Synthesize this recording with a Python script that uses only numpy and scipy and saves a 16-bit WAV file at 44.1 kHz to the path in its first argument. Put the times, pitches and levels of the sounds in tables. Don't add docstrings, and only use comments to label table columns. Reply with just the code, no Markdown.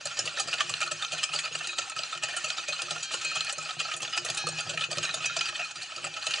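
import sys
import numpy as np
from scipy import signal
from scipy.fft import rfft, irfft
from scipy.io import wavfile
from scipy.ndimage import uniform_filter1d

SR = 44100
rng = np.random.default_rng(int(sys.argv[2]) if len(sys.argv) > 2 else 0)


def master_out(mix):
    frames = np.transpose(np.atleast_2d(mix))
    ceiling = np.clip(frames, -1, 1)
    pcm = np.round(ceiling * 32767).astype(np.int16)
    wavfile.write(sys.argv[1], SR, pcm)


N = 282240

# start in seconds, peak level of the body in dB, levels of the
# boom, clank and sizzle in dB, pitches of the boom, clank and bright spot in Hz, strength of that spot
# in dB, rattle length in seconds.
WIRE_HITS = [(0.054, -26.5, -35.5, -35, -29, 636, 1750, 4190, 21.5, 0.052),
             (0.0715, -17.5, -52, -39, -40, 770, 1400, 4730, 19, 0.025),
             (0.107, -31, -54, -39.5, -50, 780, 1380, 3130, 14, 0.16),
             (0.1698, -25, -51, -39, -39, 624, 1800, 2830, 6, 0.057),
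             (0.189, -16.5, -38, -41, -27, 793, 1650, 6650, 10, 0.088),
             (0.253, -29, -49, -44, -36, 473, 1245, 4550, 24, 0.14),
             (0.3712, -21.5, -44, -33, -55, 594, 1760, 3900, 6, 0.067),
             (0.3824, -22, -42.5, -37, -40, 660, 1337, 3760, 7, 0.082),
             (0.3958, -19, -33.5, -36, -27, 790, 1260, 6500, -7, 0.11),
             (0.4724, -35, -42, -46, -39.5, 683, 1190, 5000, 16, 0.098),
             (0.4834, -22, -41.5, -39, -44, 540, 1315, 2700, 8.5, 0.046),
             (0.5121, -36, -55, -67, -46, 560, 1540, 5260, 29, 0.095),
             (0.5282, -17, -57, -34.5, -44, 748, 1430, 2855, 28, 0.08),
             (0.5837, -19, -51, -42, -56, 770, 1710, 2980, 6, 0.088),
             (0.606, -12, -37, -21.5, -35, 647, 1173, 2960, 9, 0.057),
             (0.6926, -23, -41.5, -39, -30.5, 627, 1167, 2820, 16, 0.081),
             (0.766, -23, -66, -45, -49, 660, 1460, 2670, 9, 0.11),
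             (0.812, -17.5, -42, -28, -34.5, 740, 1272, 4100, -8, 0.068),
             (0.828, -14.5, -41, -36, -37, 806, 1360, 3100, 4, 0.04),
             (0.8615, -30, -59, -37, -43, 670, 1370, 3100, 8.5, 0.071),
             (0.875, -23.5, -53, -30.5, -47, 684, 1446, 4250, 18, 0.041),
             (0.9119, -19.5, -35.5, -35, -30, 604, 1300, 3200, 14, 0.072),
             (1.0225, -17.5, -52, -31, -43, 630, 1266, 3620, 17, 0.077),
             (1.119, -18.5, -64, -59, -36.5, 894, 1490, 2650, 13, 0.091),
             (1.1324, -24, -34.5, -41, -36, 644, 1310, 4200, 10, 0.044),
             (1.1808, -18.5, -49, -42, -41, 715, 1310, 3190, 8.5, 0.05),
             (1.23, -19, -51, -37, -32, 626, 1270, 3170, 14, 0.13),
             (1.2902, -52, -55, -34.5, -64, 673, 1280, 2790, 8.5, 0.047),
             (1.3324, -20.5, -44, -37, -36.5, 597, 1294, 2880, 16, 0.16),
             (1.3875, -12, -52, -53, -34.5, 620, 1950, 3100, 14, 0.051),
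             (1.4355, -23, -48, -36, -48, 614, 1294, 3000, 5, 0.072),
             (1.4509, -21, -49, -34, -43, 790, 1315, 4900, 14, 0.065),
             (1.5227, -21.5, -66, -65, -53, 770, 1640, 2870, 26, 0.038),
             (1.55, -19.5, -41.5, -35, -35, 495, 1300, 2820, 21, 0.053),
             (1.5894, -25, -53, -62, -38, 623, 1400, 4470, 4, 0.027),
             (1.6055, -30, -45, -30.5, -63, 750, 1810, 2780, 21, 0.064),
             (1.6426, -25, -53, -37, -52, 710, 1380, 3080, 20, 0.049),
             (1.7286, -25.5, -58, -39, -58, 620, 1330, 3960, 23, 0.074),
             (1.7845, -11.5, -34.5, -33.5, -30, 717, 1340, 2800, -8, 0.058),
             (1.963, -25, -53, -28.5, -43, 610, 1293, 3000, -3, 0.048),
             (2.127, -24, -52, -29, -57, 715, 1280, 3600, 21, 0.066),
             (2.2228, -25.5, -55, -47, -40.5, 584, 1790, 3120, 18, 0.18),
             (2.2351, -14.5, -31, -33, -28.5, 630, 1870, 2780, 14, 0.025),
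             (2.285, -31, -43.5, -34.5, -42, 685, 1860, 2880, 13, 0.11),
             (2.334, -34, -69, -35, -52, 870, 1820, 2970, 3, 0.11),
             (2.3646, -25, -44, -32, -30, 764, 1368, 7440, -15, 0.089),
             (2.4406, -18.5, -40.5, -38, -34.5, 633, 1277, 2710, 8, 0.13),
             (2.483, -32, -64, -59, -41, 810, 1440, 2800, 7, 0.11),
             (2.5779, -19, -53, -36.5, -51, 720, 1290, 3730, 17, 0.075),
             (2.6354, -29, -76, -43, -63, 684, 1500, 2820, 15, 0.045),
             (2.6841, -17.5, -36.5, -58, -35, 660, 1300, 2920, 5, 0.091),
             (2.7236, -16.5, -51.5, -36.5, -48, 780, 1266, 4130, 22, 0.12),
             (2.7905, -21.5, -48, -34, -57, 654, 1385, 2930, 3, 0.056),
             (2.819, -18, -54, -45, -32.5, 626, 1410, 6900, 14, 0.049),
             (2.9076, -16.5, -34.5, -43, -35, 588, 1286, 3400, 5, 0.065),
             (2.9427, -37, -54, -52, -49, 720, 1460, 3020, 13, 0.25),
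             (3.026, -27, -63, -63, -33.5, 705, 1560, 6810, 15, 0.14),
             (3.114, -26, -56, -64, -38, 660, 1290, 4100, 9, 0.29),
             (3.1389, -20.5, -38, -35, -32.5, 490, 1440, 7000, 8, 0.068),
             (3.2105, -27, -65, -42, -40.5, 796, 1315, 7150, 11, 0.18),
             (3.2465, -25, -47, -37, -29, 580, 1307, 4000, 5, 0.046),
             (3.3142, -44, -62, -25.5, -41, 598, 1320, 4160, 27, 0.02),
             (3.355, -22, -37, -32.5, -29.5, 625, 1168, 3320, 25, 0.043),
             (3.3642, -17.5, -57, -51, -54, 656, 1350, 4030, 3, 0.13),
             (3.495, -18, -41.5, -35, -36.5, 810, 1746, 2920, 9, 0.046),
             (3.5254, -47, -42, -60, -28, 624, 1800, 6900, 1, 0.047),
             (3.5822, -29, -39, -34.5, -30.5, 593, 1290, 6560, -6, 0.04),
             (3.6245, -35, -45, -56, -42, 806, 1320, 4330, 10, 0.16),
             (3.691, -22, -46, -34.5, -50, 740, 1275, 3250, 6, 0.068),
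             (3.708, -21, -46, -32, -51, 770, 1320, 3700, 26, 0.031),
             (3.798, -15, -52, -44, -36, 790, 1180, 2680, 18, 0.11),
             (3.8793, -33, -47, -41, -51, 790, 1370, 2940, 6, 0.11),
             (3.9136, -21, -55, -30.5, -59, 710, 1263, 2900, 3, 0.071),
             (3.937, -21.5, -41, -55, -40, 820, 1250, 3600, 14, 0.055),
             (3.964, -34, -46, -45, -33.5, 650, 1840, 6570, 9, 0.079),
             (4.003, -30, -54, -43, -43, 700, 1230, 2670, 35, 0.047),
             (4.0287, -22.5, -37, -47, -31, 820, 1260, 3280, 16, 0.049),
             (4.0484, -21.5, -46, -41, -51, 800, 1820, 2730, 28, 0.043),
             (4.1247, -19.5, -66, -34, -54, 700, 1318, 4950, 23, 0.29),
             (4.1751, -16, -39.5, -32.5, -30, 790, 1397, 6770, 8, 0.05),
             (4.247, -27, -39, -43, -29.5, 500, 1230, 7160, 1, 0.059),
             (4.2855, -21, -38.5, -47, -47, 732, 1480, 4530, 12, 0.086),
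             (4.345, -31, -44, -39.5, -31.5, 799, 1510, 7240, 4, 0.048),
             (4.371, -20.5, -43, -44, -32.5, 805, 1700, 3720, 7, 0.082),
             (4.469, -23, -35.5, -30, -32, 490, 1215, 4310, 20, 0.059),
             (4.584, -20, -45, -40, -44, 840, 1294, 2710, -6, 0.15),
             (4.6932, -20, -40, -40.5, -33.5, 557, 1460, 2700, 4, 0.078),
             (4.7342, -23, -39, -46, -58, 650, 1670, 4260, 8, 0.079),
             (4.8092, -15, -46.5, -33, -61, 490, 1290, 3100, 10, 0.062),
             (4.8367, -17, -57, -36, -39, 810, 1370, 3670, 9, 0.073),
             (4.9117, -22.5, -34, -42, -32.5, 635, 1250, 2960, 15, 0.059),
             (4.959, -30, -56, -44, -51, 670, 1860, 4200, 18, 0.075),
             (5.0265, -20, -55, -40, -31, 644, 1560, 3070, 10, 0.12),
             (5.0496, -17.5, -64, -32, -41, 660, 1367, 4030, 16, 0.038),
             (5.0914, -20, -50, -30, -51, 684, 1427, 4000, 12, 0.04),
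             (5.1417, -18, -31, -39.5, -24.5, 645, 1320, 3600, 16, 0.03),
             (5.1737, -34, -40, -44, -55, 720, 1380, 2730, 7, 0.051),
             (5.241, -15, -39.5, -42, -49, 650, 1490, 2900, -2, 0.053),
             (5.2554, -22, -51, -39, -26.5, 586, 1760, 6820, 11, 0.083),
             (5.2968, -25, -68, -28.5, -56, 643, 1393, 3800, 21, 0.058),
             (5.365, -18, -31, -36, -29.5, 666, 1360, 2880, -4, 0.058),
             (5.455, -22, -59, -35, -45, 785, 1400, 3100, 0, 0.06),
             (5.4866, -18.5, -71, -44, -51, 663, 1300, 2770, -1, 0.07),
             (5.5541, -19, -66, -40, -72, 615, 1280, 3550, -2, 0.066),
             (5.5939, -22, -34.5, -37, -58, 735, 1340, 2660, 24, 0.065),
             (5.6543, -34, -67, -39, -66, 730, 1290, 3850, 0, 0.057),
             (5.7095, -26, -49, -53, -39, 790, 1530, 3100, 5, 0.047),
             (5.756, -24.5, -63, -44, -47, 580, 1260, 4740, 17, 0.085),
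             (5.8131, -29.5, -69, -66, -44, 705, 1850, 4140, 23, 0.17),
             (5.9204, -26.5, -44.5, -44, -73, 650, 1320, 3050, 22, 0.034),
             (5.9608, -27, -46.5, -52, -39.5, 600, 1264, 6750, 0, 0.066),
             (6.042, -23, -40.5, -35.5, -32.5, 580, 1320, 2720, 25, 0.063),
             (6.0661, -21, -30.5, -48, -42, 788, 1850, 2630, 23, 0.06),
             (6.138, -20, -61, -60, -68, 635, 1450, 3950, -5, 0.1),
             (6.1639, -25, -44.5, -36, -47, 632, 1314, 2960, 14, 0.13),
             (6.225, -22.5, -51, -52, -48, 660, 1340, 4180, 25, 0.048),
             (6.267, -14, -35, -41, -31.5, 740, 1880, 4070, 16, 0.052),
             (6.3063, -19, -68, -46, -36, 762, 1900, 2810, 25, 0.097)]
# width in Hz, level in dB.
WALL_MODES = [(14, -6), (74, -1.5), (39.8, -3.5), (104, -1.5), (28.6, 3.5), (53.3, 4.5), (64.6, 1),
              (29.5, 7), (73.5, 8.5), (60.4, 10.5), (60.4, 3), (100, 8), (86.5, 1.5), (55.6, 2.5),
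              (194, -1.5), (97, 6), (88.6, -4.5), (11.6, 6), (16, 2), (17.9, 3.5), (29.3, -2.5), (30, -8),
              (13.8, -11), (24.9, 5), (87.5, -4.5), (80, 0.5), (810, -9.5)]


def wire_rattles(size=4096):
    snaps = [(0.2756, -10.5, -42, -43, -48, 620, 1940, 2780, 28),
             (0.539, -16, -40, -37, -37, 710, 1440, 2590, 19),
             (0.7388, -12.5, -58, -34, -41, 660, 1760, 2830, 21),
             (1.047, -16.5, -50, -34, -38, 780, 1370, 3150, 9),
             (1.6715, -21.5, -50, -42, -30.5, 802, 1870, 3800, 1),
             (1.9905, -15.5, -36.5, -41, -39.5, 713, 1303, 3000, 16),
             (2.0339, -13, -45, -40, -42.5, 755, 1310, 4150, 5),
             (2.502, -11.5, -48, -32, -35.5, 726, 1430, 2930, 14),
             (3.4058, -13.5, -53, -33, -33.5, 676, 1315, 4160, 23),
             (3.467, -15, -56, -39, -51, 644, 1760, 4330, 13),
             (3.8505, -28, -42.5, -30.5, -47, 720, 1320, 4800, 25),
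             (4.3003, -13, -40, -42.5, -29, 780, 1370, 4540, 16.5),
             (4.774, -15.5, -42, -27.5, -39, 650, 1315, 2820, 12),
             (4.9829, -10.5, -34.5, -34.5, -33.5, 626, 1295, 4640, 20),
             (5.3907, -10, -63, -58, -44, 610, 1580, 5090, 22),
             (5.4093, -12, -47, -27, -33, 727, 1355, 2980, 18),
             (6.3375, -9, -44, -34, -39, 759, 1820, 4350, 12),
             (0.8041, -25, -42, -33, -33, 630, 1370, 2730, 6),
             (1.0821, -27, -63, -48, -50, 680, 1380, 4200, 11),
             (1.1486, -22, -42, -38, -50, 703, 1500, 4200, 16),
             (1.2374, -13, -45, -35, -28, 755, 1275, 7000, 8),
             (1.3484, -23, -35, -40, -39, 576, 1260, 4870, 27),
             (1.36, -14, -50, -37, -38, 662, 1440, 4550, 20),
             (1.817, -22, -48, -39, -42, 783, 1330, 2860, 9),
             (1.8975, -31, -56, -34, -32.5, 620, 1307, 7160, -4),
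             (2.1752, -24, -50, -41, -42, 690, 1320, 3000, 7),
             (2.8693, -27, -47, -50, -56, 603, 1340, 3410, 9),
             (3.4462, -24, -57, -39, -36, 810, 1400, 2820, 17),
             (3.8126, -24, -45, -37, -38, 483, 1900, 2720, 16),
             (4.0198, -23, -46, -44, -34, 810, 1300, 3250, 14),
             (4.1674, -32, -36, -36, -35, 786, 1424, 6700, 9),
             (4.2615, -20, -40, -38, -47, 646, 1930, 2680, 20),
             (4.487, -23.5, -46, -49, -30, 707, 1310, 4220, 17),
             (4.606, -25, -57, -34, -31.5, 790, 1420, 6140, 8),
             (4.7134, -24, -38, -57, -47, 613, 1300, 2700, 15),
             (4.794, -22, -53, -35, -52, 794, 1280, 2960, 14),
             (4.8202, -17, -50, -36, -52, 480, 1360, 3540, 17),
             (4.9285, -18, -39, -44, -38, 710, 1520, 3150, 8),
             (4.9714, -15.5, -44, -47, -40, 656, 1340, 4840, 13),
             (5.1092, -21, -56, -56, -50, 654, 1550, 4020, 31),
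             (5.617, -26, -70, -37, -61, 727, 1250, 3030, 8),
             (5.8302, -30, -43, -58, -43, 730, 1300, 4360, 20),
             (3.4072, -15, -55, -45, -45, 676, 1307, 2960, 19),
             (2.961, -28, -40.5, -34.5, -45, 740, 1390, 2950, 12)]
    # lower edge in Hz, upper edge in Hz.
    bands = [(450, 900), (1100, 1950), (2200, 5500), (5800, 10000)]
    snap_s, touch_s, contact_s, touches_per_s = 0.034, 0.044, 0.00059, 5
    hits = np.transpose(WIRE_HITS + [(*row, snap_s) for row in snaps])
    starts, body_db, boom_db, clank_db, sizzle_db, boom_hz, clank_hz, spot_hz, spot_db, rattle_s = hits
    touches = int(touches_per_s * N / SR)
    when, place = rng.random((touches, 2)).T
    touch_db = np.array([-46, -40, -26, -54]) + 1.5 * rng.standard_normal((touches, 4))
    band_db = np.vstack([np.transpose([boom_db, clank_db, body_db, sizzle_db]), touch_db])
    band_db[:, 2] -= 10.5
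    starts = np.r_[starts, when * N / SR]
    rattle_s = np.r_[rattle_s, np.full(touches, touch_s)][:, None]
    t, hz = np.arange(size) / SR, np.arange(size // 2 + 1) * SR / size
    fade_s = 0.75 * np.clip(rattle_s, .015, .3) / np.log(1000)
    rise_s = 5.7 * fade_s ** 2
    envelope = (1 - np.exp(-t / rise_s)) * np.exp(-t / fade_s)
    rattle = slip_clicks(envelope.shape, per_s=2600, spread_db=2.1) * envelope
    first_wire = t / contact_s * np.exp(-t / contact_s) / np.sqrt(contact_s * SR / 2)
    hardness = undb(15.5) * np.exp(-(rattle_s / 0.045) ** 4)
    rattle += hardness * first_wire * rng.choice([-1, 1], rattle.shape)
    wall = wall_response(hz, 5.7 * rng.standard_normal((len(starts), len(WALL_MODES))), tick_db=-2.0)
    boom_hz = np.r_[boom_hz, np.full(touches, 644)][:, None]
    clank_hz = np.r_[clank_hz, rng.uniform(1250, 1315, touches)][:, None]
    spot_hz = np.r_[spot_hz, 2700 * 2.7 ** place][:, None]
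    spot_db = np.r_[spot_db, np.full(touches, 8)][:, None]
    wall += undb(7) * resonance(hz, boom_hz, width_hz=91) ** 2
    wall += undb(16.5) * resonance(hz, clank_hz, width_hz=78) ** 2
    wall += undb(spot_db) * resonance(hz, spot_hz, width_hz=101)
    spectra = rfft(rattle) * wall * hz ** 2 / (hz ** 2 + 330 ** 2)
    power = abs(spectra) ** 2 * 2 / size
    energy = np.transpose([power[:, (hz > low) & (hz < high)].sum(1) for low, high in bands])
    gain_db = band_db - 10 * np.log10(energy / ((fade_s + 0.00062) * SR))
    log_centres = np.log(np.prod(bands, 1)) / 2
    colour_db = np.array([np.interp(np.log(hz + 1), log_centres, row) for row in gain_db])
    return place_sounds(np.zeros(N), irfft(spectra * undb(colour_db)), starts)


def wire_scrape(size=4096, hop=512):
    # time in seconds, level in dB.
    drag_levels = [(0.0, -41), (0.12, -39.5), (0.64, -38), (1.09, -39), (1.28, -38), (2.16, -38),
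                   (3.24, -38), (3.37, -37.5), (3.62, -38), (4.15, -40), (4.3, -37.5), (4.76, -41),
                   (4.95, -39), (5.45, -37.5), (5.81, -40), (6.13, -44), (6.4, -32)]
    # time in seconds, dip in dB.
    lifts = [(.03, -4.5), (.45, -3), (.9, -13), (1.09, -3), (1.27, -5.5), (1.5, -5.5), (1.76, -10),
             (1.941, -7), (2.201, -10), (2.659, -4.5), (3.075, -6), (3.56, -6), (3.78, -7.5), (3.99, -8),
             (4.22, -4), (4.45, -5), (4.885, -7.5), (5.29, -17), (5.52, -8.5), (5.74, -11), (5.88, -2)]
    lift_width_s, full_treble_db = 0.028, -16.5
    hz = np.arange(size // 2 + 1) * SR / size
    starts = np.arange(-hop, N, hop) / SR
    t = starts + hop / SR
    lift_s, dip_db = np.transpose(lifts)
    dips = np.exp(-((t[:, None] - lift_s) / lift_width_s) ** 2)
    steady_db = np.interp(t, *np.transpose(drag_levels)) + dips @ dip_db
    hit_s, hit_db = np.transpose(WIRE_HITS)[:2]
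    press = swell(t, hit_s, hit_db - 15, rise_s=0.0065, fade_s=0.013)
    drag = np.hypot(undb(steady_db), press)[:, None]
    window = np.sin(np.pi * np.arange(2 * hop) / (2 * hop))
    slips = slip_clicks((len(starts), 2 * hop), per_s=3000, spread_db=2.2) * window
    place_db = 6.56 * uniform_filter1d(rng.standard_normal((len(starts), len(WALL_MODES))), 2, axis=0)
    treble = 1 / (1 + (5000 / (hz + 1)) ** 4)
    tilt = 1 - treble + treble * (drag / undb(full_treble_db)) ** 0.14
    patches = irfft(rfft(slips, size) * wall_response(hz, place_db, tick_db=-0.35))
    gain = drag / np.sqrt(np.sum(patches ** 2) / N)
    return place_sounds(np.zeros(N), irfft(rfft(patches) * tilt) * gain, starts)


def slip_clicks(shape, per_s, spread_db):
    slips = rng.random(shape) < per_s / SR
    sizes = undb(spread_db * np.minimum(rng.exponential(size=shape), 3.5))
    return slips * sizes * rng.choice([-1, 1], shape) + 0.086 * rng.standard_normal(shape)


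def wall_response(hz, place_db, tick_db, coats=12, wire_modes=30):
    wall_hz = [490, 635, 790, 1200, 1292, 1390, 1810, 2388, 2520, 2600, 2720, 2900, 3080, 3400, 4150, 4720,
               5980, 6297, 6460, 6576, 6790, 6900, 6970, 7040, 7290, 7680, 8430]
    # frequency in Hz, level in dB.
    tick_colour = [(180, -41), (300, -41), (624, -10), (957, -8.5), (1300, 3.5), (2050, -7), (2540, 3),
                   (5450, -1.5), (7060, -1.5), (11000, -23), (11500, -75)]
    width_hz, mode_db = np.transpose(WALL_MODES)[:, :, None]
    mode_gain = (-1) ** np.arange(len(WALL_MODES))[:, None] * undb(mode_db)
    touches = len(place_db)
    coat = rng.integers(coats, size=touches)
    wall = np.zeros((touches, len(hz)), complex)
    bare_tick = undb(-7) + (1 - undb(-7)) / (1 + (hz / 4300) ** 6)
    wires = np.zeros_like(wall) + bare_tick
    wire_hz = rng.uniform(4300, 10800, size=(coats, wire_modes, 1))
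    wire_gain = undb(-1 + 5.5 * rng.standard_normal((touches, wire_modes)))
    wire_gain *= rng.choice([-1, 1], wire_gain.shape)
    paste_shifts_hz = 0.46 * width_hz * rng.standard_normal((coats, len(WALL_MODES), 1))
    for k, shift_hz in enumerate(paste_shifts_hz):
        modes = mode_gain * resonance(hz, np.c_[wall_hz] + shift_hz, width_hz)
        wall[coat == k] = undb(place_db[coat == k]) @ modes
        wires[coat == k] += wire_gain[coat == k] @ resonance(hz, wire_hz[k], width_hz=59)
    grid_hz = np.linspace(0, SR / 2, num=40)
    uneven_db = np.array([np.interp(hz, grid_hz, row) for row in 3 * rng.standard_normal((touches, 40))])
    return wall + undb(tick_db + read_curve(tick_colour, hz) + uneven_db) * wires


def rim_ring():
    # pitch in Hz, level in dB, seconds to fade by 60 dB, family number.
    tones = [(830, -14, 2.5, 4), (1572, -7, 1.5, 1), (1675, -3, 1.8, 4), (2388, -3, 1.3, 1),
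             (2530, 0, 1.1, 2), (2863, -9, .6, 2), (3160, 2, .9, 1), (3871, 0, .7, 0), (4225, 0, 1.2, 3),
             (4646, -2, .7, 1), (5168, -5, .6, 4), (5675, -5, .7, 1), (5712, -1, .75, 4), (6297, 0, .3, 5),
             (6460, -16, .3, 5), (6576, -9, .4, 1), (6790, -10, .25, 2)]
    # start in seconds, then the levels of families 0 to 5 in dB.
    blows = [(0.399, -51, -66, -63, -57, -50, -61), (1.237, -61, -62, -41, -60, -60, -41),
             (1.683, -37.5, -62, -44, -44, -65, -60), (3.031, -46, -41, -58, -43, -67, -45),
             (3.251, -43, -44, -32, -34, -68, -47), (3.803, -59, -54, -59, -62, -55, -58),
             (4.372, -39, -45.5, -37, -38, -41, -40), (4.607, -62, -62, -46, -64, -67, -44),
             (4.838, -67, -70, -53, -72, -70, -44), (5.05, -38, -61, -40, -62, -65, -55),
             (5.256, -40, -42, -35.5, -62, -47, -52), (5.409, -53, -43.5, -42, -60, -46, -55)]
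    starts, *family_db = np.transpose(blows)
    return sum(struck_tone(starts, db + family_db[int(k)], hz, ring_s) for hz, db, ring_s, k in tones)


def board_thuds():
    # start in seconds, levels of the low, middle and high board tone in dB.
    landings = [(0.056, -50, -56, -79), (0.194, -51, -56, -52.5), (0.238, -44, -52, -48),
                (0.395, -56, -68, -52.5), (0.453, -43, -51, -50.5), (0.524, -48, -69, -60),
                (0.64, -53, -52, -50), (0.702, -43, -54, -77), (0.741, -55, -54, -74),
                (0.842, -67, -55, -49), (0.919, -50, -48, -52), (1.13, -49, -50, -55),
                (1.297, -64, -50, -63), (1.347, -54, -50, -55), (1.514, -49, -48, -60),
                (1.554, -53, -49, -56), (1.676, -80, -81, -51), (1.78, -52, -59, -54),
                (1.965, -52, -57, -59.5), (2.15, -72, -53, -52), (2.229, -49, -52, -66),
                (2.373, -55, -66, -56.5), (2.439, -51, -53, -60), (2.577, -70, -59, -56.5),
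                (2.686, -58, -51.5, -75), (2.83, -63, -53, -48.5), (2.91, -49, -43.5, -50),
                (3.135, -47.5, -57, -50.5), (3.257, -54, -55, -58), (3.31, -53, -69, -66),
                (3.368, -47, -49, -55.5), (3.578, -49, -47, -55.5), (3.768, -49, -47, -54.5),
                (3.939, -57, -55, -52), (4.019, -43, -68, -51), (4.184, -50, -62, -43.5),
                (4.219, -56, -50, -64), (4.259, -46, -63, -65), (4.298, -43, -48, -49.5),
                (4.378, -54, -66, -56), (4.44, -45.5, -37, -45.5), (4.489, -48, -40, -50),
                (4.529, -43, -45, -52), (4.665, -43, -43, -52.5), (4.696, -46, -53, -61),
                (4.747, -41, -43, -58), (4.888, -45, -46, -48.5), (4.92, -61, -53, -56),
                (4.973, -38.5, -41, -44.5), (5.104, -44, -62, -56), (5.173, -45, -45, -53.5),
                (5.263, -56, -55, -74), (5.309, -47, -51, -66), (5.37, -63, -48.5, -50.5),
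                (5.489, -60, -59, -55), (5.59, -56, -56, -66), (5.763, -55, -56, -58.5),
                (5.968, -68, -61, -51.5), (6.039, -45.5, -48, -52), (6.281, -52, -55, -55)]
    # pitch in Hz, seconds to fade by 60 dB.
    tones = [(112, 0.031), (157, 0.43), (354, 0.45)]
    starts, *levels = np.transpose(landings)
    thuds = sum(struck_tone(starts, db, hz, ring_s) for db, (hz, ring_s) in zip(levels, tones))
    hz = np.arange(N // 2 + 1) * SR / N
    rumble = resonance(hz, tones[0][0], 55) + 0.57 * resonance(hz, tones[1][0], 1.7)
    rumble /= 1 + (hz / 220) ** 4
    creak = 0.5 * resonance(hz, 286.4, 6) + 0.34 * resonance(hz, 450, 64)
    grind = irfft(rfft(rng.standard_normal(N)) * rumble + rfft(rng.standard_normal(N)) * creak, N)
    steps = np.linspace(0, N / SR, num=2000)
    grind_gain = swell(steps, starts, levels[0] - 6.5, rise_s=0.026, fade_s=0.061)
    grind *= np.interp(np.arange(N) / SR, steps, grind_gain) / np.std(grind)
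    t = np.arange(SR // 10) / SR
    knock_hz = 644 * (1 + 0.16 * rng.standard_normal((len(starts), 1)))
    knocks = undb(levels[1] + 7.5)[:, None] * np.sin(2 * np.pi * knock_hz * t) * decay(t, ring_s=0.041)
    bass_cut = signal.butter(10, 97.5, "high", fs=SR, output="sos")
    return signal.sosfilt(bass_cut, place_sounds(thuds + grind, knocks, starts))


def kitchen_echo(sound, level_db=-16, cutoff_hz=9000):
    t = np.arange(SR // 2) / SR
    tail = rng.standard_normal((2, len(t))) * decay(t, ring_s=0.14) * (t > .004)
    tail = signal.lfilter(*signal.butter(1, cutoff_hz, fs=SR), tail)
    tail *= undb(level_db) / np.sqrt(np.sum(tail ** 2, 1, keepdims=True))
    return signal.fftconvolve(sound[None], tail, axes=1)[:, :N]


def house_hum(level_db=-67):
    # frequency in Hz, relative level in dB.
    hum_colour = [(25, -26), (50, -30), (60, 9), (72, -48), (100, 10.5), (200, -4.5), (240, 10), (260, -4),
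                  (280, 8), (310, 7), (450, -3.5), (700, 4.5), (1400, -80)]
    hz = np.arange(N // 2 + 1) * SR / N
    mid, side = irfft(rfft(rng.standard_normal((2, N))) * undb(read_curve(hum_colour, hz)), N)
    return np.array([mid + 0.88 * side, mid - 0.34 * side]) / np.std(mid) * undb(level_db)


def struck_tone(starts, dbs, hz, ring_s):
    blows = np.zeros(N)
    np.add.at(blows, (starts * SR).astype(int), undb(dbs))
    step = np.exp(2j * np.pi * hz / SR) * decay(1 / SR, ring_s)
    return signal.lfilter([1], [1, -step], blows).imag


def resonance(hz, centre_hz, width_hz):
    return 1j * hz * width_hz / (centre_hz ** 2 - hz ** 2 + 1j * hz * width_hz)


def swell(t, times, dbs, rise_s, fade_s):
    late = t[:, None] - times
    power = undb(dbs) ** 2 * np.exp(np.where(late < 0, 2 * late / rise_s, -2 * late / fade_s))
    return np.sqrt(power.sum(1))


def decay(t, ring_s):
    return np.exp(-np.log(1000) * t / ring_s)


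def place_sounds(track, sounds, starts):
    for sound, start in zip(sounds, starts):
        i = max(int(start * SR), 0)
        track[i:i + len(sound)] += sound[:N - i]
    return track


def read_curve(table, hz):
    row_hz, values = np.transpose(table)
    return np.interp(np.log(hz + 1), np.log(row_hz + 1), values)


def undb(db):
    return 10 ** (np.asarray(db) / 20)


def scene():
    # frequency in Hz, left level minus right level in dB.
    left_db = [(110, 0.5), (350, -1), (620, -1), (1120, -5.5), (2000, 0), (3600, -0.5), (8000, 0)]
    # frequency in Hz, left phase minus right phase in radians.
    left_phase = [(100, -0.18), (400, -0.58), (950, -0.72), (1290, -0.63), (1550, -0.38), (2840, -0.46),
                  (3880, -0.098), (8000, -0.44)]
    bowl = wire_rattles() + wire_scrape() + rim_ring()
    hz = np.arange(N // 2 + 1) * SR / N
    left = undb(read_curve(left_db, hz) / 2) * np.exp(.5j * read_curve(left_phase, hz))
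    direct = irfft(rfft(bowl + board_thuds()) * np.array([left, 1 / left]), N)
    return direct + kitchen_echo(bowl) + house_hum()


def record(dry):
    return signal.sosfilt(signal.cheby1(14, .3, 11000, fs=SR, output="sos"), dry)


dry = scene()
out = record(dry)
master_out(out)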